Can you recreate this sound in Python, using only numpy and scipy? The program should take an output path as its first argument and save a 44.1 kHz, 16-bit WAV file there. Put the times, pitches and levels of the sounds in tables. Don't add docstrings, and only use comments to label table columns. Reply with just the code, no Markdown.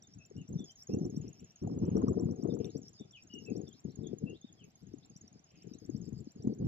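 import sys
import numpy as np
from scipy import signal
from scipy.fft import rfft, irfft, next_fast_len
from scipy.io import wavfile
from scipy.ndimage import uniform_filter1d, map_coordinates

SR = 44100
rng = np.random.default_rng(int(sys.argv[2]) if len(sys.argv) > 2 else 0)


def dump(signal):
    limited = np.clip(np.atleast_2d(signal).T, -1, 1)
    pcm = np.round(limited * 32767).astype(np.int16)
    wavfile.write(sys.argv[1], SR, pcm)


N = 294147

# f/Hz, relative level/dB
AIR_SPECTRUM = [(25, -18.5), (70, -4), (150, -0.5), (300, -14.5), (500, -15.5), (720, -10.5), (950, -20.5),
                (1800, -21), (4500, -24), (7000, -27), (8200, -41.5), (14500, -57.5)]
# f/Hz, left-right correlation
AIR_CORRELATION = [(60, 0.97), (230, 1), (910, 0.012), (1800, -0.2)]
# t/s, relative level/dB
STEM_TICKS = [(2.646, -51)]
# f/Hz, relative level/dB, t60/s
STEM_MODES = [(2460, 2, 0.014), (3600, 8, 0.023), (5670, 2, 0.029), (9140, -0.5, 0.0087)]
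# t/s, length/s, f/Hz, relative level/dB
FAR_RASPS = [(1.049, 0.68, 2750, -81), (1.752, 0.34, 2700, -81), (2.58, 0.12, 2810, -72),
             (3.873, 0.098, 4100, -79.5), (5.429, 0.33, 2670, -79)]
# t/s, length/s, start f/Hz, middle f/Hz, end f/Hz, relative level/dB
FAR_WHISTLES = [(0.031, 0.033, 3770, 3610, 3540, -68), (0.189, 0.061, 2610, 2604, 2650, -63),
                (0.368, 0.057, 2760, 2940, 2590, -61.5), (0.575, 0.077, 3670, 3510, 3330, -61.5),
                (0.682, 0.027, 3220, 3164, 3120, -59.5), (0.889, 0.064, 2325, 2704, 2645, -67),
                (2.496, 0.026, 3730, 3680, 3500, -64.5), (2.688, .024, 3080, 3800, 4530, -68),
                (2.979, 0.053, 3620, 3606, 3380, -58.5), (3.124, 0.07, 3700, 2840, 2420, -54.5),
                (3.298, 0.11, 2897, 2880, 2840, -51.5), (3.457, 0.043, 2620, 2644, 2330, -55.5),
                (3.665, 0.024, 3600, 3505, 3320, -61.5), (3.707, 0.052, 2986, 3580, 4360, -67),
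                (4.036, 0.046, 3750, 3340, 3770, -58), (4.261, 0.057, 2730, 2744, 2810, -54.5),
                (4.328, 0.049, 2870, 3440, 4160, -65), (4.413, 0.091, 3360, 3670, 3380, -65.5),
                (4.573, 0.078, 3380, 3020, 2200, -64), (5.022, 0.024, 2870, 3920, 4700, -70),
                (5.728, 0.042, 3630, 4050, 4520, -70.5)]
# t/s, length/s, relative level/dB, right port against left/dB, brightness/dB
GUST_CUES = [(0.147, 0.033, -51, -12, -18.5), (0.344, 0.075, -43, -10, -16), (0.486, 0.13, -36.5, -9, -2.5),
             (0.886, 0.19, -31.5, -5.5, 3.5), (1.118, 0.17, -39.5, -11, -7), (1.411, 0.022, -43, -7.5, -4),
             (1.615, 0.21, -34, -5, -0.5), (1.804, 0.3, -30.5, -5, -4.5), (1.94, 0.18, -26, -10.5, 3),
             (2.133, 0.2, -30, -11.5, 4), (2.352, 0.11, -40.5, -11.5, 8), (2.416, 0.25, -32, -18.5, 7),
             (2.743, 0.041, -37, -24, 8), (2.997, 0.0075, -35.5, -9, 5.5), (3.334, 0.39, -46.5, -27, -1),
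             (3.474, 0.15, -36, -18, 9.5), (3.839, 0.046, -36.5, -22, -1.5),
             (3.967, 0.18, -37.5, -22.5, -0.5), (4.205, 0.12, -39, -13, 2.5),
             (4.811, 0.17, -51.5, -22.5, -12), (5.636, 0.12, -44.5, -23, -0.5),
             (5.814, 0.04, -43.5, -18, -4.5), (5.88, 0.34, -40.5, -26.5, -11), (6.345, 0.68, -49, -3, -3),
             (6.435, 0.084, -32, -7, -0.5), (6.588, 0.51, -33.5, -2, -7)]
# f/Hz, relative level/dB
BUFFET_SPECTRUM = [(25, -42.5), (50, -20), (105, -2), (175, 1), (310, -1.5), (460, -7), (560, -24),
                   (760, -27.5), (1000, -67.5), (2200, -120)]
# f/Hz, relative level/dB
FLUTTER_SPECTRUM = [(300, -25.5), (520, 11), (750, -9.5), (900, -1), (1200, -6), (1550, -18.5),
                    (2400, -38.5), (5000, -120)]
# t/s, relative level/dB, f/Hz
EDDY_THUMPS = [(0.311, -40.5, 413), (0.555, -23, 176.7), (0.604, -25, 235), (0.941, -17, 216),
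               (0.969, -22.5, 236.2), (1.061, -31.5, 338), (1.124, -32, 237), (1.172, -20, 204),
               (1.619, -27.5, 174), (1.672, -37.5, 744), (1.823, -23, 181), (2.08, -19, 198),
               (2.081, -36.5, 1183), (2.222, -22.5, 271), (2.255, -15.5, 149), (2.431, -24.5, 244),
               (2.521, -20, 258), (2.756, -24.5, 197.5), (3.013, -33, 218), (3.337, -34.5, 272),
               (3.515, -25.5, 274), (3.851, -25.5, 213), (3.987, -26, 139), (4.13, -26, 396),
               (4.236, -18.5, 180), (4.329, -36, 392), (4.443, -34, 240), (4.937, -30.5, 317),
               (5.158, -39.5, 163), (5.893, -22.5, 298), (5.945, -22, 178.5), (6.123, -24.5, 206),
               (6.27, -32.5, 265), (6.471, -17.5, 254)]
# f/Hz, level/dB
PORT_BLEED = [(60, -5), (200, -11), (450, -25.5), (900, -16)]
# offset/s, length/s, f/Hz, fall/Hz, pitch scatter/Hz,
# level/dB, share of the beam, octave level/dB, left lead/rad, lead scatter/rad, skew
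SYLLABLE_PIPS = [(-.0098, 0.0082, 5750, 399, 45, -48.5, 1, -29, 1.3, 0.46, 0.8),
                 (0, 0.012, 7280, 201, 35, -62, 0.79, -17, -1.37, 0.37, 1),
                 (0.0393, 0.0108, 6630, 280, 40, -55, 0, -32.5, 2, 0.16, 1)]
# t/s, relative level/dB
HEAD_BEAM = [(0, -2), (.45, -6), (.85, 2.5), (1.298, 0), (1.55, -8), (1.749, -11.5), (2.05, 2.5),
             (2.3, -3.5), (2.881, 2.5), (3.121, -8), (3.35, 1), (3.75, -2.5), (4.031, -16), (4.3, -31.5),
             (4.55, -20.5), (4.921, -13), (5.19, -1), (5.5, -12.5), (5.652, -2), (5.902, -3), (6.249, -16),
             (6.449, -2.5), (6.67, -13.5)]
# t/s, relative level/dB
HIGH_ACCENTS = [(5.181, 6), (5.29, -9), (5.451, -0.5), (5.95, 4.5), (6.201, 16.5), (6.449, 5)]
# t/s, relative level/dB
MIDDLE_ACCENTS = [(0, 0), (.38, -2.5), (0.599, 6), (1.3, 4), (1.751, 0.5), (2.551, -1.5), (2.89, 0.5),
                  (3, -15), (3.12, -10), (3.24, 1.5), (4.15, 3.5), (4.3, -2), (4.6, 1.5), (4.95, -4.5),
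                  (5.06, 5.5), (5.4, -2), (5.519, -9), (5.86, 4), (6.089, -6), (6.55, -1.5)]
# t/s, level/dB
EXTRA_PIPS = [(6.057, -60), (6.184, -63)]
# t/s, relative level/dB
BUZZ_EFFORT = [(0, -54), (0.379, -60.5), (0.559, -45.5), (0.851, -44.5), (1.1, -52.5), (1.75, -54.5),
               (2.2, -54), (2.499, -50.5), (2.851, -46.5), (3.05, -60), (3.3, -49), (4.149, -62),
               (4.75, -60), (5.951, -51), (6.6, -60.5)]
# t/s, relative level/dB
BUZZ_SIZZLE = [(0, -90), (.3, -101), (0.75, -68.5), (1.151, -79), (1.399, -83), (2.7, -80), (3.001, -98),
               (3.25, -78.5), (4.3, -94), (4.598, -76), (5.249, -100), (5.7, -75), (6.201, -89)]

PORT_LEAD_RAD = 1.58
BUZZ_START_S, BUZZ_END_S = .045, .099
BUZZ_HZ, BUZZ_SAG_HZ_PER_S = 5370, 80
PULSES_PER_S, PACE_SCATTER, BUZZ_SLOWING = 340, .1, .3
CLICK_DB, CLICK_S, CLICK_HZ = -26.5, .0021, 9400


def amp(db):
    return 10 ** (np.asarray(db) / 20)


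def unit(x):
    return x / np.sqrt(np.mean(x ** 2) + 1e-20)


def at_time(s, rows):
    return np.interp(s, *np.transpose(rows))


def at_hz(hz, rows):
    f, values = np.transpose(rows)
    return np.interp(np.log(hz + 1), np.log(f + 1), values)


def wobble(rate):
    knots = rng.standard_normal(int(N * rate / SR) + 4)
    return map_coordinates(knots, [np.arange(N) * rate / SR])


def filtered(x, response):
    m = next_fast_len(N + SR // 2)
    return irfft(rfft(x, m) * response(np.fft.rfftfreq(m, 1 / SR)), m)[..., :N]


def add(track, s, sound):
    i = round(s * SR)
    a, b = max(i, 0), min(i + sound.shape[-1], N)
    if b > a:
        track[:, a:b] += sound[..., a - i:b - i]


def tone(hz, lead, octave_db):
    phase = 2 * np.pi * (np.cumsum(hz) / SR + rng.random()) + np.array([[lead], [-lead]]) / 2
    return np.sin(phase) + amp(octave_db) * np.sin(2 * phase)


def foliage_echo(x, t60):
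    t = np.arange(SR // 2) / SR
    tails = rng.standard_normal((2, 2, len(t))) * amp(-60 * t / t60) * (1 - np.exp(-t / .00091))
    tails /= np.linalg.norm(tails, axis=-1, keepdims=True)
    a, b = signal.fftconvolve(x[:1, None], tails, axes=-1)[..., :N]
    sway = 2 * wobble(3.4)
    return a * np.cos(sway) + b * np.sin(sway)


def meadow_air(db=-71, flicker_db=2):
    def mid_side_eq(hz):
        width = np.arccos(np.clip(at_hz(hz, AIR_CORRELATION), -1, 1)) / 2
        return amp(at_hz(hz, AIR_SPECTRUM)) * [np.cos(width), np.sin(width)]

    mid, side = filtered(rng.standard_normal((2, N)), mid_side_eq)
    bed = signal.stft(unit(np.array([mid + side, mid - side])), nperseg=512)[2]
    flicker = uniform_filter1d(rng.standard_normal(bed.shape[1:]), size=5, axis=0)
    flicker = unit(uniform_filter1d(flicker, size=8, axis=1))
    return amp(db) * signal.istft(bed * amp(flicker_db * flicker))[1][:, :N]


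def stem_tick(gain_db=-.5):
    out, t = np.zeros((2, N)), np.arange(SR // 10) / SR
    attack = 1 - np.exp(-t / .0005)
    for s, db in STEM_TICKS:
        ring = sum(amp(level - 60 * t / t60) * tone(np.full(len(t), hz), lead=1.7, octave_db=-54)
                   for hz, level, t60 in STEM_MODES)
        scrape = amp(-60 * t / .13) * uniform_filter1d(rng.standard_normal((2, len(t))), size=4)
        add(out, s - .001, amp(db + gain_db) * (ring + .42 * scrape) * attack)
    return out


def far_rasps(width_hz=400, chatter_db=5):
    out = np.zeros((2, N))
    for s, length, hz, db in FAR_RASPS:
        n = int(length * SR)
        band = np.exp(-.5 * ((np.fft.rfftfreq(n, 1 / SR) - hz) / width_hz) ** 2)
        noise = irfft(rfft(rng.standard_normal(n)) * band, n)
        chatter = map_coordinates(rng.standard_normal(N // 100), [np.arange(n) * 100 / SR])
        add(out, s, amp(db) * unit(noise * amp(chatter_db * chatter)) * np.sqrt(np.hanning(n)))
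    return out


def far_bird(gain_db=-1, wet_db=-1, waver=.016, flicker_db=3.6, pan_db=1.8):
    whistles = np.zeros((2, N))
    vibrato = 1 + waver * wobble(260)
    for s, length, first, middle, last, db in FAR_WHISTLES:
        u = np.linspace(0, 1, int(length * SR))
        slur = np.polyval(np.polyfit([0, .5, 1], [first, middle, last], 2), u)
        hz = slur * vibrato[int(s * SR):][:len(u)]
        envelope = np.abs(np.sin(np.pi * u)) ** .64
        add(whistles, s, amp(db + gain_db) * envelope * tone(hz, lead=1.17, octave_db=-43))
    song = whistles * amp(flicker_db * wobble(110)) + far_rasps()
    return song * amp([[pan_db], [-pan_db]]) + amp(wet_db) * foliage_echo(song, t60=.16)


def gusts(attack_s=.017, release_s=.023, sag_db=3,
          breeze_db=-66, puff_db=7, breeze_right_db=-8, breeze_tilt_db=-5.5):
    t = np.arange(N) / SR
    power = (amp(breeze_db + puff_db * wobble(17)) * amp([[0], [breeze_right_db]])) ** 2
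    tilt = breeze_tilt_db * power[0]
    for s, length, db, right_db, bright_db in GUST_CUES:
        attack = np.clip((t - s) / attack_s, 0, 1)
        sag = amp(-sag_db * np.clip((t - s) / length, 0, 1))
        release = np.exp(-np.maximum(t - s - length, 0) / release_s)
        gust = (attack * sag * release * amp([[db], [db + right_db]])) ** 2
        power += gust
        tilt += bright_db * gust[0]
    return np.sqrt(power), tilt / power[0]


def turbulence(spectrum, lump_db, shared=0, leveller_s=.045):
    lumps = wobble(50) + 1.215 * np.array([wobble(110), wobble(110)])
    left, own = amp(lump_db * lumps) * rng.standard_normal((2, N))
    ahead = filtered(left, lambda hz: np.exp(1j * PORT_LEAD_RAD * np.tanh(hz / 220)))
    right = shared * ahead + np.sqrt(1 - shared ** 2) * own
    pressure = filtered(np.array([left, right]), lambda hz: amp(at_hz(hz, spectrum)))
    window = np.hanning(int(2 * leveller_s * SR))
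    power = signal.fftconvolve(np.mean(pressure ** 2, axis=0), window / window.sum(), "same")
    return pressure / np.sqrt(np.abs(power))


def eddies(rise_s=.004, gain_db=-.5, droop=.1):
    out, t = np.zeros((2, N)), np.arange(SR // 20) / SR
    swell = (t / rise_s * np.exp(1 - t / rise_s)) ** 2
    for s, db, hz in EDDY_THUMPS:
        cycles = np.cumsum(hz * (1 + droop * np.tanh(1 - t / rise_s))) / SR + rng.random()
        phase = 2 * np.pi * cycles + np.array([[0], [PORT_LEAD_RAD]])
        add(out, s, amp(db + gain_db) * swell * np.sin(phase))
    return out


def wind(flutter_db=-26.5, steepness=.88, strong_db=-32, build_s=1.0, pivot_hz=270, rumble_hz=85):
    strength, tilt_db = gusts()
    buffet = turbulence(BUFFET_SPECTRUM, lump_db=3.5, shared=.83)
    deep = filtered(buffet, lambda hz: 1 / (1 + (hz / pivot_hz) ** 4))
    rumble = filtered(deep, lambda hz: np.exp(-(hz / rumble_hz) ** 2))
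    body = (rumble * amp(-.7 * tilt_db) + (deep - rumble) * amp(-.35 * tilt_db)
            + (buffet - deep) * amp(.7 * tilt_db))
    lasting = np.sqrt(np.abs(uniform_filter1d(strength[0] ** 2, int(build_s * SR))))
    drive = strength[0] * (lasting / amp(strong_db)) ** steepness
    flutter = amp(flutter_db) * drive * turbulence(FLUTTER_SPECTRUM, lump_db=6.5)
    thumps = filtered(eddies(), lambda hz: hz ** 2 / (hz ** 2 + rumble_hz ** 2))
    ports = strength * body + thumps * strength / strength[0] + flutter
    bleed_eq = lambda hz: amp(at_hz(hz, PORT_BLEED)) * np.exp(1j * np.pi * np.minimum(hz / 1000, 1))
    return ports + filtered(ports[::-1], bleed_eq)


def syllables(first_s=.037, period_s=.11423, sway_s=.002, sway_period_s=4.1, latest_at_s=2.55):
    beats = np.arange(first_s, N / SR, period_s)
    return beats + sway_s * np.cos(2 * np.pi * (beats - latest_at_s) / sway_period_s)


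def pip(length, hz, fall_hz, lead, octave_db=-120, rough=0, skew=1):
    u = np.linspace(0, 1, int(length * SR))
    tremble = map_coordinates(rng.standard_normal(10), [u * 6])
    pitch = hz * (1 + rough * tremble) + fall_hz * (.5 - u)
    return np.sin(np.pi * u ** skew) ** 2 * tone(pitch, lead, octave_db)


def buzz(pulse_s=.0042, fall_hz=700, glide_hz=450, dip_at=.7, swell_db=7, gain_db=-14, scatter_db=3,
         grit_hz=6650, grit_db=-5, grit_fade_db=14, sizzle_hz=12100, sizzle_swell_db=8):
    out = np.zeros((2, N))
    for s in syllables():
        pace, shift, push = rng.standard_normal(3)
        rate = PULSES_PER_S * np.exp(PACE_SCATTER * pace)
        hz = BUZZ_HZ - BUZZ_SAG_HZ_PER_S * s
        effort = amp(at_time(s, BUZZ_EFFORT) + gain_db)
        sizzle_db = at_time(s, BUZZ_SIZZLE) + 2 * push + 2
        offset = BUZZ_START_S
        while offset < BUZZ_END_S:
            u = (offset - BUZZ_START_S) / (BUZZ_END_S - BUZZ_START_S)
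            jitter, size, detune, turn = rng.standard_normal(4)
            bend_hz = glide_hz * (1 - u / dip_at) ** 2 + 110 * (detune + shift)
            chirp = pip(pulse_s, hz + bend_hz, fall_hz, lead=3 + .5 * turn, octave_db=-46, rough=.022)
            grit = pip(pulse_s, grit_hz, fall_hz, lead=2 + turn, rough=.022)
            sizzle = pip(pulse_s, sizzle_hz + bend_hz + 280 * shift, fall_hz, lead=2.36, rough=.03)
            pulse = effort * (amp(swell_db * u ** 2) * chirp + amp(grit_db - grit_fade_db * u) * grit)
            pulse += amp(sizzle_db + sizzle_swell_db * (u - 1)) * sizzle
            add(out, s + offset + .0003 * jitter, amp(scatter_db * size) * pulse)
            offset += 1 / (rate * (1 - BUZZ_SLOWING * u))
    return out


def pips(scatter_db=1.7, lead_rad_per_db=.028):
    out = np.zeros((2, N))
    for s in syllables():
        beam_db = at_time(s, HEAD_BEAM)
        accents = [0, at_time(s, HIGH_ACCENTS), at_time(s, MIDDLE_ACCENTS)]
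        for row, accent_db, clicks in zip(SYLLABLE_PIPS, accents, (True, False, False)):
            offset, length, hz, fall_hz, scatter_hz, db, share, octave_db, lead, spread, skew = row
            detune, turn, pan, size, stretch, snap = rng.standard_normal(6)
            length *= amp(stretch)
            hz += scatter_hz * detune
            lead += spread * turn - lead_rad_per_db * beam_db
            gain = amp(db + accent_db + share * beam_db + scatter_db * size + pan * np.array([[1], [-1]]))
            note = pip(length, hz, fall_hz * amp(2 * snap), lead, octave_db, rough=.012, skew=skew)
            add(out, s + offset - length / 2, gain * note)
            if clicks:
                click = pip(CLICK_S, CLICK_HZ, CLICK_HZ / 2, lead, octave_db, rough=.13)
                add(out, s + offset - CLICK_S, gain * amp(CLICK_DB + 2 * snap) * click)
    _, length, hz, fall_hz, _, _, _, octave_db, lead, *_ = SYLLABLE_PIPS[1]
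    for s, db in EXTRA_PIPS:
        add(out, s - length / 2, amp(db) * pip(length, hz, fall_hz, lead, octave_db))
    return out


def warbler(wet_db=-10):
    song = pips() + buzz()
    return song + amp(wet_db) * foliage_echo(song, t60=.11)


def scene():
    return wind() + meadow_air() + stem_tick() + far_bird() + warbler()


def record(dry, low_cut_hz=28, top_hz=15200):
    return filtered(dry, lambda hz: (hz < top_hz) * hz ** 2 / (hz ** 2 + low_cut_hz ** 2))


dry = scene()
out = record(dry)
dump(out)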